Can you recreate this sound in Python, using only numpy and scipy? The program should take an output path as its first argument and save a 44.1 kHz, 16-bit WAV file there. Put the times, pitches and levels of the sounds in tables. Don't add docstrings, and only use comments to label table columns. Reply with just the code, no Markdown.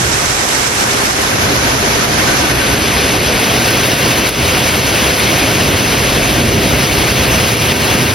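import sys
import numpy as np
from scipy import signal
from scipy.fft import rfft, irfft, next_fast_len
from scipy.io import wavfile
from scipy.ndimage import uniform_filter1d

SR = 44100
rng = np.random.default_rng(int(sys.argv[2]) if len(sys.argv) > 2 else 0)


def log_audio(samples):
    frames = np.atleast_2d(samples).T
    limited = np.clip(frames, -1, 1)
    pcm = np.round(limited * 32767).astype(np.int16)
    wavfile.write(sys.argv[1], SR, pcm)


N = 358974
SIZE = next_fast_len(N, True)
HZ = np.maximum(np.arange(SIZE // 2 + 1) * SR / SIZE, 1)
RUMBLE_HZ, BOOM_HZ, TREBLE_HZ, TOP_HZ = 76.4, 169, 7280, 13000

# time in seconds, gains in dB of rain, roof drumming, boom and rumble.
STORM_GAINS = [(0.0, -18.5, -24, -24.5, -28), (.55, -16.5, -23, -33, -32), (.95, -15, -21.5, -27, -31),
               (1.27, -17.5, -22.5, -31, -34), (1.42, -16.5, -19.5, -22, -29),
               (1.7, -16, -19.5, -29.5, -27), (2.2, -14, -17.5, -23.5, -28),
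               (2.7, -14.5, -17.5, -24.5, -21), (3.3, -16.5, -18.5, -27, -29.5),
               (3.7, -15, -18.5, -24, -32), (4.25, -15.5, -18.5, -26.5, -28),
               (4.6, -15.5, -19.5, -21, -28.5), (5.0, -15, -18.5, -21, -30), (5.25, -15, -18.5, -24, -30),
               (5.5, -16, -17, -22, -28), (5.7, -15, -15.5, -17.5, -32), (6.1, -16.5, -18, -26.5, -22),
               (6.3, -16, -17.5, -20, -25), (6.5, -16, -14, -15, -24), (6.72, -16.5, -17, -14.5, -25),
               (6.85, -15.5, -18.5, -21, -24.5), (7.3, -15, -16, -20, -23.5), (7.6, -16, -20.5, -21.5, -30),
               (8.02, -14.5, -16, -16.5, -34), (8.14, -18.5, -23, -22, -33)]
# time in seconds, focus (0 wide, 1 narrow), treble focus, splash gain in dB.
BEAM_AIM = [(0, 0, 0, -17.5), (.7, 0, 0, -15.5), (1.2, 0.01, 0.4, -19), (1.4, 0.027, 1, -20),
            (2.0, 0.15, 1, -18.5), (2.4, 0.22, 0.94, -16.5), (2.9, 0.99, 0.98, -62), (3.5, 1, 1, -57),
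            (8.14, 1, 0.95, -60)]
# frequency in Hz, relative spectral level in dB when wide, the same when narrow.
RAIN_SPECTRUM = [(198, -16.5, -22.5), (498, -1.5, 0), (810, -1, -4), (930, -1.5, -2), (1460, 0, -3.5),
                 (1465, -1, -3), (1640, -1, -3.5), (2720, -5, -1.5), (3760, -8.5, -6.5),
                 (5330, -10.5, -7.5), (6400, -10.5, -9), (8050, -11.5, -12), (10000, -13.5, -11),
                 (12000, -15.5, -15), (13300, -22, -17.5), (15100, -19, -20.5)]
# frequency in Hz, coherence (0 to 1) when wide, the same when narrow.
COHERENCE = [(30, .7, 0.86), (60, 1, 1), (231, 0.83, 0.95), (400, 0.62, 0.88), (680, 0.07, 0.61),
             (1320, 0, 0.13), (1990, 0, 0.56), (2600, 0, 0.92), (3300, 0.06, 1), (4970, 0.34, 1),
             (5600, 0.3, 0.86), (6100, 0.5, 0.68), (6620, 0.85, 1), (7800, 1, 1), (9600, 0.4, 1),
             (9500, 0.6, 0.2), (9900, 0.6, 1), (10200, 0.96, 1), (12200, 1, 0.8), (12800, .5, 0.6)]
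# time in seconds, coherence (0 to 1).
TOP_COHERENCE = [(0, 1), (3.3, 0.97), (3.6, 0.25), (6.4, 0.6), (6.8, 0), (8.14, 0)]
# frequency in Hz, lead of the right port in half turns.
PORT_PHASE = [(2500, 0), (5000, 0), (5500, 0.43), (6300, 0.32), (6900, 1), (8800, 1), (9300, 0.48),
              (10000, 0.6), (10400, 0), (12250, 0), (12800, -0.59), (13500, -1)]
# frequency in Hz, left minus right in dB.
PORT_BALANCE = [(60, 0), (120, -2), (400, -0.5), (900, -1), (2000, 3), (3000, 0)]
# frequency in Hz, width in Hz, peak gain in dB.
PORCH_MODES = [(126, 26, 5), (404, 18, 6), (520, 25, 2.5), (745, 60, 2), (1535, 70, 3.5), (2200, 140, 2)]
# frequency in Hz, relative spectral level in dB.
ROAR_SPECTRUM = [(13, -50), (24, -19), (63, -2), (120, -2), (174, -4.5), (212, -1.5), (338, -3), (408, -6),
                 (469, -8), (735, -9.5), (830, -32), (1170, -50), (1980, -120)]
# frequency in Hz, relative spectral level in dB.
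SPLASH_SPECTRUM = [(300, -42), (900, 2.5), (2000, -5), (3500, -2), (4600, -2.5), (5600, 2.5), (7000, -0.5),
                   (8500, -1), (11000, -39)]
# frequency in Hz, gain at the far port in dB.
FAR_PORT_SHADOW = [(500, -4), (2000, -5.5), (4000, -19), (6000, -23)]
# start in seconds, level in dB, left minus right in dB.
DRIP_IMPACTS = [(.86, -36, 2), (2.275, -19, 8), (2.41, -24, 3), (2.6, -18, 4), (2.69, -19, 7),
                (3.04, -25, 6), (3.68, -22, 6), (4.95, -28, 3), (5.2, -35, 3)]
# frequency in Hz, gain in dB, 60 dB decay time in seconds.
GUTTER_MODES = [(1505, 0, .35), (1550, -1, .35), (1880, -7, .25)]
# start in seconds, depth in dB.
LEVEL_DIPS = [(1.06, 1), (1.74, 3), (2.06, 1.5), (3.17, 1.5), (3.35, -0.5), (4.295, 2.5), (5.52, 0),
              (6.34, 0.5), (6.53, 1), (6.87, 1.5), (7.1, 0.5), (7.54, 1.5)]
# start in seconds, level in dB, left minus right in dB.
TICK_IMPACTS = [(3.7078, -11, 5), (4.2922, -9, 3), (5.899, -24, 0), (3.757, -19, 0), (4.7252, -23, 0),
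                (7.0793, -18, 0.5)]
# frequency in Hz, gain in dB, 60 dB decay time in seconds.
TICK_MODES = [(10800, 3, 0.0064), (12800, -1, .003), (14800, -3, .003)]


def from_db(db):
    return 10 ** (np.asarray(db) / 20)


def unit_rms(x):
    return x / np.sqrt(np.mean(x ** 2) + 1e-20)


def in_time(rows):
    times, *columns = np.transpose(rows)
    return [np.interp(np.arange(N) / SR, times, column) for column in columns]


def at_hz(rows, hz, column=1):
    rows = np.array(rows)
    return np.interp(np.log(hz), np.log(rows[:, 0]), rows[:, column])


def drift(corner_hz):
    step, run_in, mean_s = 40, 2000, .13
    pole = np.exp(-2 * np.pi * corner_hz * step / SR)
    noise = rng.standard_normal(N // step + run_in + 2)
    slow = signal.lfilter([1], [1, -2 * pole, pole * pole], noise)[run_in:]
    slow -= uniform_filter1d(slow, size=int(mean_s * SR / step))
    return np.interp(np.arange(N) / step, np.arange(len(slow)), unit_rms(slow))


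def impact_spectra(per_s, spread_db, channels):
    size, sign, chance = rng.random((3, channels, N))
    heights = from_db(spread_db * np.minimum(-np.log(size + 1e-9), 5)) * np.sign(sign - .5)
    return rfft(unit_rms(heights * (chance < per_s / SR)), SIZE)


def port_fields(colour_db):
    shared, left, right = impact_spectra(14000, spread_db=2.0, channels=3)
    twist = np.exp(.5j * np.pi * at_hz(PORT_PHASE, HZ))
    lean = from_db(at_hz(PORT_BALANCE, HZ) / 2)
    porch_db = sum(peak_db / (1 + (2 * (HZ - hz) / width) ** 2) for hz, width, peak_db in PORCH_MODES)
    fields = np.array([shared / twist * lean, shared * twist / lean, left * lean, right / lean])
    return from_db(colour_db + porch_db) * fields


def blend(fields, coherence):
    coherence = np.clip(coherence, 0, 1)
    return np.sqrt(coherence) * fields[:2] + np.sqrt(1 - coherence) * fields[2:]


def rain_hiss(focus, treble_focus, patch_db, gust_db):
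    fields = port_fields(at_hz(RAIN_SPECTRUM, HZ, column=2))
    out, gust = np.zeros((2, N)), drift(22)
    centres = 700 * np.expm1(np.linspace(.2, 3.2, 36))
    for k, hz in enumerate(centres):
        low, high = np.searchsorted(HZ, [centres[k - 1] if k else 0, centres[min(k + 1, 35)] + 1])
        band = np.zeros_like(fields)
        band[:, low:high] = fields[:, low:high] * np.interp(HZ[low:high], centres, np.arange(36) == k)
        band = irfft(band, SIZE)[:, :N]
        wide, narrow = at_hz(COHERENCE, hz), at_hz(COHERENCE, hz, column=2)
        aim = treble_focus if hz > TREBLE_HZ else focus ** (.4 if hz > 3300 else 1)
        coherence = in_time(TOP_COHERENCE)[0] if hz > TOP_HZ else wide + aim * (narrow - wide)
        tint_db = (1 - focus) * (at_hz(RAIN_SPECTRUM, hz) - at_hz(RAIN_SPECTRUM, hz, column=2))
        treble_weight = min(hz / 9000, 1) ** 0.26
        flicker_db = treble_weight * (gust_db * gust + patch_db * drift(15)) + 1.06 * drift(6.8)
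        out += from_db(tint_db + flicker_db) * blend(band, coherence)
    return unit_rms(out)


def ring(impulses, hz, t60):
    pole, angle = from_db(-60 / (t60 * SR)), 2 * np.pi * hz / SR
    return signal.lfilter([0, np.sin(angle)], [1, -2 * pole * np.cos(angle), pole * pole], impulses + 1e-18)


def puddle_bubbles(focus, per_s, decay_cycles):
    chance, size, place, pitch = rng.random((4, N))
    born = chance < per_s * from_db(2.5 * drift(9)) / SR
    heights = born * from_db(-3.0 * np.log(size + 0.023))
    pan = 0.52 * (1 - focus) * (place - .5)
    impulses = heights * np.sqrt([.5 + pan, .5 - pan])
    pitch_index, out = (pitch * 30).astype(int), np.zeros((2, N))
    for k, hz in enumerate(np.geomspace(800, 5200, 30)):
        out += ring(impulses * (pitch_index == k), hz, decay_cycles / hz) * np.sqrt(hz / 2500)
    return unit_rms(out)


def roof_roar(focus, drumming_db, boom_db, rumble_db):
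    roll_off_db = 30 * np.log2(np.maximum(HZ / 900, 1))
    fields = port_fields(at_hz(ROAR_SPECTRUM, HZ) - roll_off_db)
    deep, lowest = 1 / (1 + (HZ / BOOM_HZ) ** 4), 1 / (1 + (HZ / RUMBLE_HZ) ** 6)
    bands = lowest, deep * (1 - lowest), 1 - deep
    gains = [from_db(level_db + drift(4.6)) for level_db in (rumble_db, boom_db, drumming_db)]
    out = np.zeros((2, N))
    for weight, column in (1 - focus, 1), (focus, 2):
        pair = blend(fields, at_hz(COHERENCE, HZ, column))
        for band, gain in zip(bands, gains):
            out += weight * gain * unit_rms(irfft(band * pair, SIZE)[:, :N])
    return out


def runoff_splash(treble_focus):
    lag_s = 0.000413
    near = impact_spectra(6000, spread_db=1.0, channels=1)[0] * from_db(at_hz(SPLASH_SPECTRUM, HZ))
    far = near * from_db(at_hz(FAR_PORT_SHADOW, HZ)) * np.exp(-2j * np.pi * HZ * lag_s)
    pair, high_pass = np.array([far, near]), 1 / (1 + (TREBLE_HZ / HZ) ** 24)
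    whole, sizzle = irfft([pair, pair * high_pass], SIZE)[..., :N]
    in_beam = whole - treble_focus * sizzle
    return in_beam / np.std(whole) * from_db(drift(8.3))


def drop_strikes(impacts, modes):
    start_s, level_db, pan_db = np.transpose(impacts)
    impulses = np.zeros((2, N))
    impulses[:, (start_s * SR).astype(int)] = from_db(level_db + np.outer([.5, -.5], pan_db))
    return sum(from_db(mode_db) * ring(impulses, hz, t60) for hz, mode_db, t60 in modes)


def level_dips(fall_s, return_s):
    t, gain_db = np.arange(N) / SR, np.zeros(N)
    for start_s, depth_db in LEVEL_DIPS:
        from_trough = t - start_s - fall_s
        width_s = np.where(from_trough < 0, fall_s / 2, return_s)
        gain_db -= depth_db * np.exp(-(from_trough / width_s) ** 2)
    return gain_db


def limiter(x, limit_db, release_db_per_s, attack_s):
    over_db = np.maximum(20 * np.log10(np.abs(x).max(axis=0) + 1e-9) - limit_db, 0)
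    climb_db = release_db_per_s * np.arange(N) / SR
    held_db = np.maximum.accumulate(over_db + climb_db) - climb_db
    pole = np.exp(-1 / (attack_s * SR))
    return x * from_db(-signal.lfilter([1 - pole], [1, -pole], held_db))


def scene():
    rain_db, drumming_db, boom_db, rumble_db = in_time(STORM_GAINS)
    focus, treble_focus, splash_db = in_time(BEAM_AIM)
    hiss = from_db(3.0) * rain_hiss(focus, treble_focus, patch_db=0.68, gust_db=0.25)
    bubbles = from_db(-15.5) * puddle_bubbles(focus, per_s=500, decay_cycles=180)
    dip_db, surge_db = level_dips(fall_s=0.013, return_s=0.082), 0.12 * drift(14.5)
    shower = from_db(rain_db + dip_db + surge_db) * (hiss + bubbles)
    roar = from_db(0.15 * dip_db) * roof_roar(focus, drumming_db, boom_db, rumble_db)
    splash = from_db(splash_db) * runoff_splash(treble_focus)
    gutter = drop_strikes(DRIP_IMPACTS, GUTTER_MODES)
    ticks = drop_strikes(TICK_IMPACTS, TICK_MODES)
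    return shower + roar + splash + gutter + ticks


def record(dry):
    low_cut = signal.butter(2, 31, "high", fs=SR, output="sos")
    high_cut = signal.ellip(12, .5, 70, 15850, fs=SR, output="sos")
    limited = limiter(signal.sosfilt(low_cut, dry), limit_db=-0.31, release_db_per_s=34.5, attack_s=0.0047)
    rounded = limited / (1 + np.abs(limited / 1.02) ** 8) ** (1 / 8)
    return np.clip(signal.sosfilt(high_cut, rounded), -1, 1)


dry = scene()
out = record(dry)
log_audio(out)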